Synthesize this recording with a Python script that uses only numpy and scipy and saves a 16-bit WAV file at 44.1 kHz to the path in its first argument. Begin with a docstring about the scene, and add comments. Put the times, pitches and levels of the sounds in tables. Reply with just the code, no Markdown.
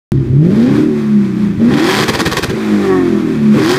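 """A parked eight-cylinder car with an open exhaust is blipped, revved into its rev limiter, left to
coast down and blipped again. Under load the firings ring the pipes and gas rasps; coasting, the pumping
orders sing cleanly through the pipe resonances. The limiter cuts fuel and lets it back in short bursts.
Thin metal buzzes and valve gear, belts and fan hiss, over a low rumble and the bright tail of a yard."""
import sys
import numpy as np
from scipy import signal
from scipy.fft import rfft, irfft, next_fast_len
from scipy.io import wavfile
from scipy.ndimage import uniform_filter1d, minimum_filter1d

SR = 44100
rng = np.random.default_rng(int(sys.argv[2]) if len(sys.argv) > 2 else 0)


def gain_from_decibels(decibels):
    """Convert decibel values to linear amplitude factors."""
    exponent = np.asarray(decibels, float) / 20
    return 10 ** exponent


def store_pcm(level_fs):
    """Save levels as 16-bit WAV."""
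    pcm = np.round(np.clip(level_fs, -1, 1) * 32767).astype(np.int16)
    wavfile.write(sys.argv[1], SR, np.atleast_2d(pcm).T)


N = 166698

# engine speed: (time [s], four-stroke cycle rate [Hz])
SPEED = [(.12, 17.2), (.25, 15.9), (.31, 16.1), (.37, 17.7), (.48, 22.6), (.65, 31.3), (.71, 35),
         (.78, 37.9), (.86, 39), (.95, 37.1), (1.11, 35.5), (1.2, 34.2), (1.35, 31), (1.47, 29.2),
         (1.56, 28), (1.62, 28.3), (1.67, 30.1), (1.8, 39), (1.9, 47), (2.0, 54), (2.06, 55.5),
         (2.45, 55.5), (2.6, 54), (2.72, 52.5), (2.88, 48), (3.12, 42.3), (3.36, 37.3), (3.52, 34.9),
         (3.6, 36.8), (3.7, 44), (3.78, 49.5)]
# exhaust under load: (time [s], firing level [dB], gas rasp level before the treble shelf [dB],
# rasp treble shelf [dB], turbulent growl level [dB])
LOAD = [(.12, -16, -43, 2, -28.5), (.18, -12.5, -44, -6, -32), (.27, -25, -55, -5, -30),
        (.31, -13.5, -63, -9, -25), (.38, -4.5, -48.5, -3.5, -24), (.42, -7, -40.5, -14, -17.5),
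        (.5, -9, -40.5, 1, -12), (.63, -7.5, -29, -4, -15), (.72, -10.5, -27, -21, -13),
        (.8, -13, -30.5, -24, -18), (.87, -25.5, -57, 0, -39), (.95, -45, -53, 10, -41),
        (1.55, -40, -60, 4, -49), (1.6, -10.5, -37.5, -5, -13.5), (1.67, -6, -33, -17, -20),
        (1.71, -12, -25, -10, -13), (1.75, -10.5, -20, -6, -13), (1.9, -16, -17, 3.5, -23.5),
        (2.04, -16.5, -12, 2.5, -12.5), (2.45, -19, -14.5, 4, -18.5), (2.5, -7.5, -19, 2, -15),
        (2.55, -32, -40, -4, -17.5), (2.62, -24, -54, 0, -32), (3.52, -37, -53, 8, -45),
        (3.56, -13, -35, -18, -11), (3.6, -11.5, -19, -0.5, -11.5), (3.72, -14, -18.5, 6, -20.5),
        (3.78, -17.5, -19, -2.5, -23)]
LIMITER_START_S, LIMITER_END_S = 2.044, 2.53
PUFF_FLOOR = 0.45  # steady gas flow beneath the puffs of the firings


def unit(x):
    """Scaled to rms 1."""
    return x / np.sqrt(np.mean(x ** 2))


def curve(table, axis):
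    """One column of a table, interpolated over time."""
    rows = np.array(table)
    return np.interp(np.arange(N) / SR, rows[:, 0], rows[:, axis])


def resonate(x, modes, ratio=-1):
    """Parallel resonances, each weighted by ratio against the one before; -1 alternates the sign."""
    out = 0
    for k, (hz, width_hz, db) in enumerate(modes):
        b, a = signal.iirpeak(hz, hz / width_hz, SR)
        out = out + ratio ** k * gain_from_decibels(db) * signal.lfilter(b, a, x)
    return out


def noise(points):
    """Noise of rms 1, its spectrum drawn through (Hz, dB) points on a log frequency axis."""
    rows, size = np.array(points), next_fast_len(N)
    hz = np.arange(size // 2 + 1) * SR / size + 1
    db = np.interp(np.log(hz), np.log(rows[:, 0]), rows[:, 1])
    spectrum = rfft(rng.standard_normal(size)) * gain_from_decibels(db)
    return unit(irfft(spectrum, size)[:N])


def walk(rate_hz):
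    """Smooth random drift of rms near 1: random levels held 1 / rate_hz s and slewed twice."""
    k = int(SR / rate_hz)
    held = np.repeat(rng.standard_normal(N // k + 1), k)
    return 1.3 * uniform_filter1d(uniform_filter1d(held, k), k)[:N]


def rumble():
    """Low shaped noise whose level drifts slowly."""
    # rumble spectrum: (frequency [Hz], relative density [dB])
    spectrum = [(12, -57), (20, -39.5), (92, -20), (211, -4.5), (271, -7), (365, 0.5), (450, -42),
                (580, -56), (990, -120)]
    return gain_from_decibels(-23.5 + 2.35 * walk(6.003)) * noise(spectrum)


def yard_tail(car):
    """Walls return the car as a diffuse decaying tail, its bass rolled off."""
    t60_s, level_db, first_echo_s = 0.21, -12, 0.008
    t = np.arange(SR // 2) / SR
    tail = rng.standard_normal(len(t)) * gain_from_decibels(-60 * t / t60_s) * (t > first_echo_s)
    yard = signal.fftconvolve(car, tail / np.sqrt(np.sum(tail ** 2)))[:N]
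    bright = signal.sosfilt(signal.butter(2, 500, "high", fs=SR, output="sos"), yard)
    return gain_from_decibels(level_db) * bright


def thuds():
    """The pipe rings briefly, with a soft start, as throttle or fuel snaps on."""
    # pipe rings: (start [s], frequency [Hz], level [dB], t60 [s])
    rings = [(0.298, 100, -5, 0.1), (.375, 300, -11, 0.37), (1.575, 112, -7.5, 0.16), (2.188, 146, -17, .1),
             (2.364, 142, -17, 0.076), (2.483, 115, -7.5, 0.084), (3.54, 511, -15, 0.21),
             (3.575, 1100, -11.5, .1), (3.584, 383, -1, .15)]
    rise_s = 0.0039
    out = np.zeros(N)
    for start_s, hz, db, t60_s in rings:
        t = np.maximum(np.arange(N) / SR - start_s, 0)
        envelope = gain_from_decibels(db - 60 * t / t60_s) * np.minimum(t / rise_s, 1)
        out += envelope * np.sin(2 * np.pi * hz * t)
    return out


def metal_buzz(cycles):
    """Four sharp, uneven taps a cycle ring thin metal."""
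    # thin-metal resonances: (frequency [Hz], width [Hz], relative level [dB])
    modes = [(615, 150, -1), (770, 150, 4), (1100, 110, 6.5), (1330, 240, -4), (1550, 61, -5),
             (1790, 91, 4.5), (1940, 83, -5.5)]
    # buzz on the way down: (time [s], level [dB])
    levels = [(.8, -60), (.9, -44), (1.5, -46), (1.6, -60), (2.55, -60), (2.65, -35), (2.78, -35),
              (2.84, -26), (2.97, -24), (3.04, -34), (3.2, -36), (3.45, -42), (3.55, -60)]
    count = np.floor(4 * cycles + 0.015 * walk(150)).clip(0)
    taps = np.abs(np.diff(count, prepend=0)) * gain_from_decibels(3.1 * walk(80))
    return unit(resonate(taps, modes)) * gain_from_decibels(curve(levels, axis=1))


def fuel():
    """Gain of combustion: full, except at the limiter, where fuel is cut and returns in bursts."""
    # returning fuel: (start [s], length [s], level [dB])
    bursts = [(2.077, 0.023, -0.59), (2.132, 0.028, -2.2), (2.187, 0.028, 0.16), (2.251, 0.027, 0.32),
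              (2.311, 0.023, 1), (2.362, 0.027, 1), (2.424, 0.021, 0.78), (2.49, 0.023, -1.6)]
    cut_db, rise_s, fall_s = -26, 0.0079, 0.004  # fall_s is a time constant
    t = np.arange(N) / SR
    gain = ((t < LIMITER_START_S) | (t > LIMITER_END_S)).astype(float)
    for start_s, length_s, db in bursts:
        rise = np.clip((t - start_s) / rise_s, 0, 1)
        fall = np.exp(-np.maximum(t - start_s - length_s, 0) / fall_s)
        gain += gain_from_decibels(db) * rise * fall
    return np.maximum(gain, gain_from_decibels(cut_db))


def pumping(cycles):
    """Clean orders of the cycle sing through the pipe; valve gear, belts and fan hiss."""
    # pumping and hiss: (time [s], pumping tone level [dB], mechanical hiss level [dB])
    coast = [(.12, -10, -47), (.6, -28.5, -33), (.75, -11.5, -27), (.87, -9, -33.5), (1.0, -14.5, -33),
             (1.2, -14, -35), (1.35, -13.5, -34.5), (1.5, -8.5, -37), (1.6, -16.5, -35), (1.9, -15, -17),
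             (2.05, -15.5, -24), (2.5, -24.5, -28), (2.62, -16.5, -26), (2.75, -10, -28),
             (2.92, -10.5, -27), (3.1, -8.5, -30.5), (3.3, -10.5, -31.5), (3.5, -10, -32),
             (3.6, -14, -19.5), (3.78, -21.5, -31)]
    # what the pipe passes of each order: (frequency [Hz], gain [dB])
    passed = [(30, -18), (90, -24.5), (120, -21.5), (140, -11), (160, -21), (180, -18), (195, -11),
              (208, 2), (220, -8.5), (233, -13.8), (250, -18), (270, -8), (290, -17), (310, -7.5),
              (335, -8.2), (360, -7.5), (380, -3), (395, -14), (415, -24), (450, -17.5), (500, -18),
              (560, -21.5), (650, -24), (900, -18)]
    # pumping orders: (multiple of the cycle rate, relative level at mid speed [dB],
    # gain per 10 cycles a second [dB])
    order_table = [(1, -5.5, 2.5), (2, 6, 4.5), (3, 7, 0), (4, 14, -2.9), (5, 3.5, 0.6), (6, 15.5, -2.4),
                   (7, 10.5, -0.64), (8, 7, 8.5), (9, 0.7, 4.5), (10, 5.5, -1), (11, -1.4, 1),
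                   (12, -4, -2.2), (13, -12.5, 5.5), (14, -1, 4), (15, -9, 2.8), (16, -4, 3.5),
                   (17, -18.5, 4), (18, -15.5, 2), (19, -18, 3.5), (20, -17, -0.5)]
    # hiss spectrum: (frequency [Hz], relative density [dB])
    hiss_spectrum = [(320, -22), (550, -1.5), (607, -5.5), (670, -7.5), (938, -5), (1080, -3.5), (2540, -8),
                     (2810, -16.5), (3320, -13), (14500, -35.5), (15800, -41)]
    mid_speed_hz, wobble_db = 38, 1.5
    cut_share = 0.17  # share of the fuel cut's dB that reaches the tones
    hz = curve(SPEED, axis=1)
    pipe_hz, pipe_db = np.transpose(passed)
    orders = np.zeros(N)
    for k, db, slope_db in order_table:
        level_db = db + slope_db * (hz - mid_speed_hz) / 10 + np.interp(k * hz, pipe_hz, pipe_db)
        level_db = level_db + wobble_db * walk(9)
        orders += gain_from_decibels(level_db) * np.sin(2 * np.pi * (k * cycles + rng.random()))
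    tones = unit(orders) * gain_from_decibels(curve(coast, axis=1)) * fuel() ** cut_share
    # the hiss drifts at random and swells four times a cycle
    flutter_db = 1.2 * walk(25.12) + 0.83 * np.sin(2 * np.pi * 4 * cycles)
    hiss = noise(hiss_spectrum) * gain_from_decibels(flutter_db)
    return tones + hiss * gain_from_decibels(curve(coast, axis=2))


def burst_thump(gain):
    """Each returning burst of fuel thumps: deep band noise follows the fuel at the limiter."""
    t = np.arange(N) / SR
    band = signal.butter(2, (73, 192), "band", fs=SR, output="sos")
    deep = unit(signal.sosfilt(band, rng.standard_normal(N)))
    limiting = (t > LIMITER_START_S) * (t < LIMITER_END_S)
    return deep * gain_from_decibels(-17.5) * uniform_filter1d(gain * limiting, size=441)


def gas_rasp(phase, size, gain):
    """A decaying puff of hissing gas follows each firing and rings tail pipe and silencer shell."""
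    # rasp spectrum: (frequency [Hz], relative density [dB])
    spectrum = [(290, -45), (500, 2), (553, -19.5), (771, -3.5), (904, -11.5), (1010, -1.5), (1170, -6.5),
                (1840, -2), (2310, -10.5), (2520, -8.5), (2710, -17), (3270, -9), (8990, -26), (14500, -33),
                (15800, -41)]
    # tail-pipe and silencer-shell rings: (frequency [Hz], width [Hz], relative level before ratio [dB])
    shell = [(544, 70, -5.5), (792, 35, 3), (973, 50, -1), (1122, 65, 1), (1602, 55, -6), (1880, 110, -2),
             (2540, 110, 1.5), (3196, 250, 3), (3925, 71, -7.5), (4840, 690, 8.5)]
    puff_share = 0.45  # decay constant as a share of the firing interval
    puffs = PUFF_FLOOR + np.exp(-(phase % 1) / puff_share)
    rasp = size ** 1.2 * puffs * noise(spectrum)
    rasp = unit(rasp + resonate(rasp, shell, ratio=0.86))
    treble = signal.sosfiltfilt(signal.butter(1, 4500, "high", fs=SR, output="sos"), rasp)
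    rasp = rasp + treble * (gain_from_decibels(curve(LOAD, axis=3)) - 1)
    return rasp * gain * gain_from_decibels(curve(LOAD, axis=2))


def pipe_ring(x, gain, axis):
    """The exhaust pipe resonates to a drive that follows the fuel and one level column of LOAD."""
    # pipe resonances under load: (frequency [Hz], width [Hz], relative level [dB])
    modes = [(139, 37.4, -1.5), (236.5, 34.3, -1.5), (308.2, 36, -2), (389.6, 53, -5), (449, 30, -10.5),
             (494.5, 44, -14), (603, 62, -18), (842, 27, -24)]
    driven = x * gain * gain_from_decibels(curve(LOAD, axis))
    return resonate(driven, modes) / np.std(resonate(x, modes))


def firings(cycles):
    """Eight uneven, rounded pressure pulses a cycle and turbulent gas ring the pipe, with rasp and thump."""
    # mean strength of each cylinder in firing order: (level [dB])
    cylinder_db = [-4, -0.23, -4, -3.1, 0.28, -0.59, -0.82, -0.93]
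    scatter_db, jitter = 1.6, 0.03  # jitter in firing intervals
    sharpness = 1.4
    phase = 8 * cycles + jitter * walk(70) + 1
    index = phase.astype(int)
    count = index.max() + 1
    size_db = np.resize(cylinder_db, count) + scatter_db * rng.standard_normal(count)
    size = gain_from_decibels(size_db)[index]
    push = size * (np.exp(-sharpness * np.cos(2 * np.pi * phase)) - np.exp(-sharpness))
    gas = rng.standard_normal(N) * (PUFF_FLOOR + unit(push))
    gain = fuel()
    ringing = pipe_ring(push, gain, axis=1) + pipe_ring(gas, gain, axis=4)
    return ringing + gas_rasp(phase, size, gain) + burst_thump(gain)


def engine_cycles():
    """Running count of engine cycles; the speed wanders and bounces with the fuel."""
    on = uniform_filter1d(fuel(), size=882)
    bounce = 0.05 * (on - uniform_filter1d(on, size=2600))
    return np.cumsum(curve(SPEED, axis=1) * (1 + 0.003 * walk(12) + bounce)) / SR


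def scene():
    """Engine, the bright tail of the walled yard and a low rumble."""
    cycles = engine_cycles()
    car = thuds() + metal_buzz(cycles) + pumping(cycles) + firings(cycles)
    return (rumble() + yard_tail(car) + car)[None]


def band_limit(x):
    """A steep low-pass at the top of the band."""
    return signal.sosfilt(signal.butter(12, 15950, fs=SR, output="sos"), x)


def record(dry):
    """Sound starts after a blank; a look-ahead limiter holds the peaks, then a steep low-pass follows."""
    start_s, ceiling_db, top_hz = 0.1195, -0.4, 15300
    x = dry * (np.arange(N) >= start_s * SR)
    need = np.minimum(1, gain_from_decibels(ceiling_db) / (np.abs(x) + 1e-9))
    gain = uniform_filter1d(minimum_filter1d(need, size=883), size=661)
    low_pass = signal.ellip(8, 0.2, 60, top_hz, fs=SR, output="sos")
    mix = signal.sosfilt(low_pass, x * gain)
    return band_limit(mix)


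dry = scene()
out = record(dry)
store_pcm(out)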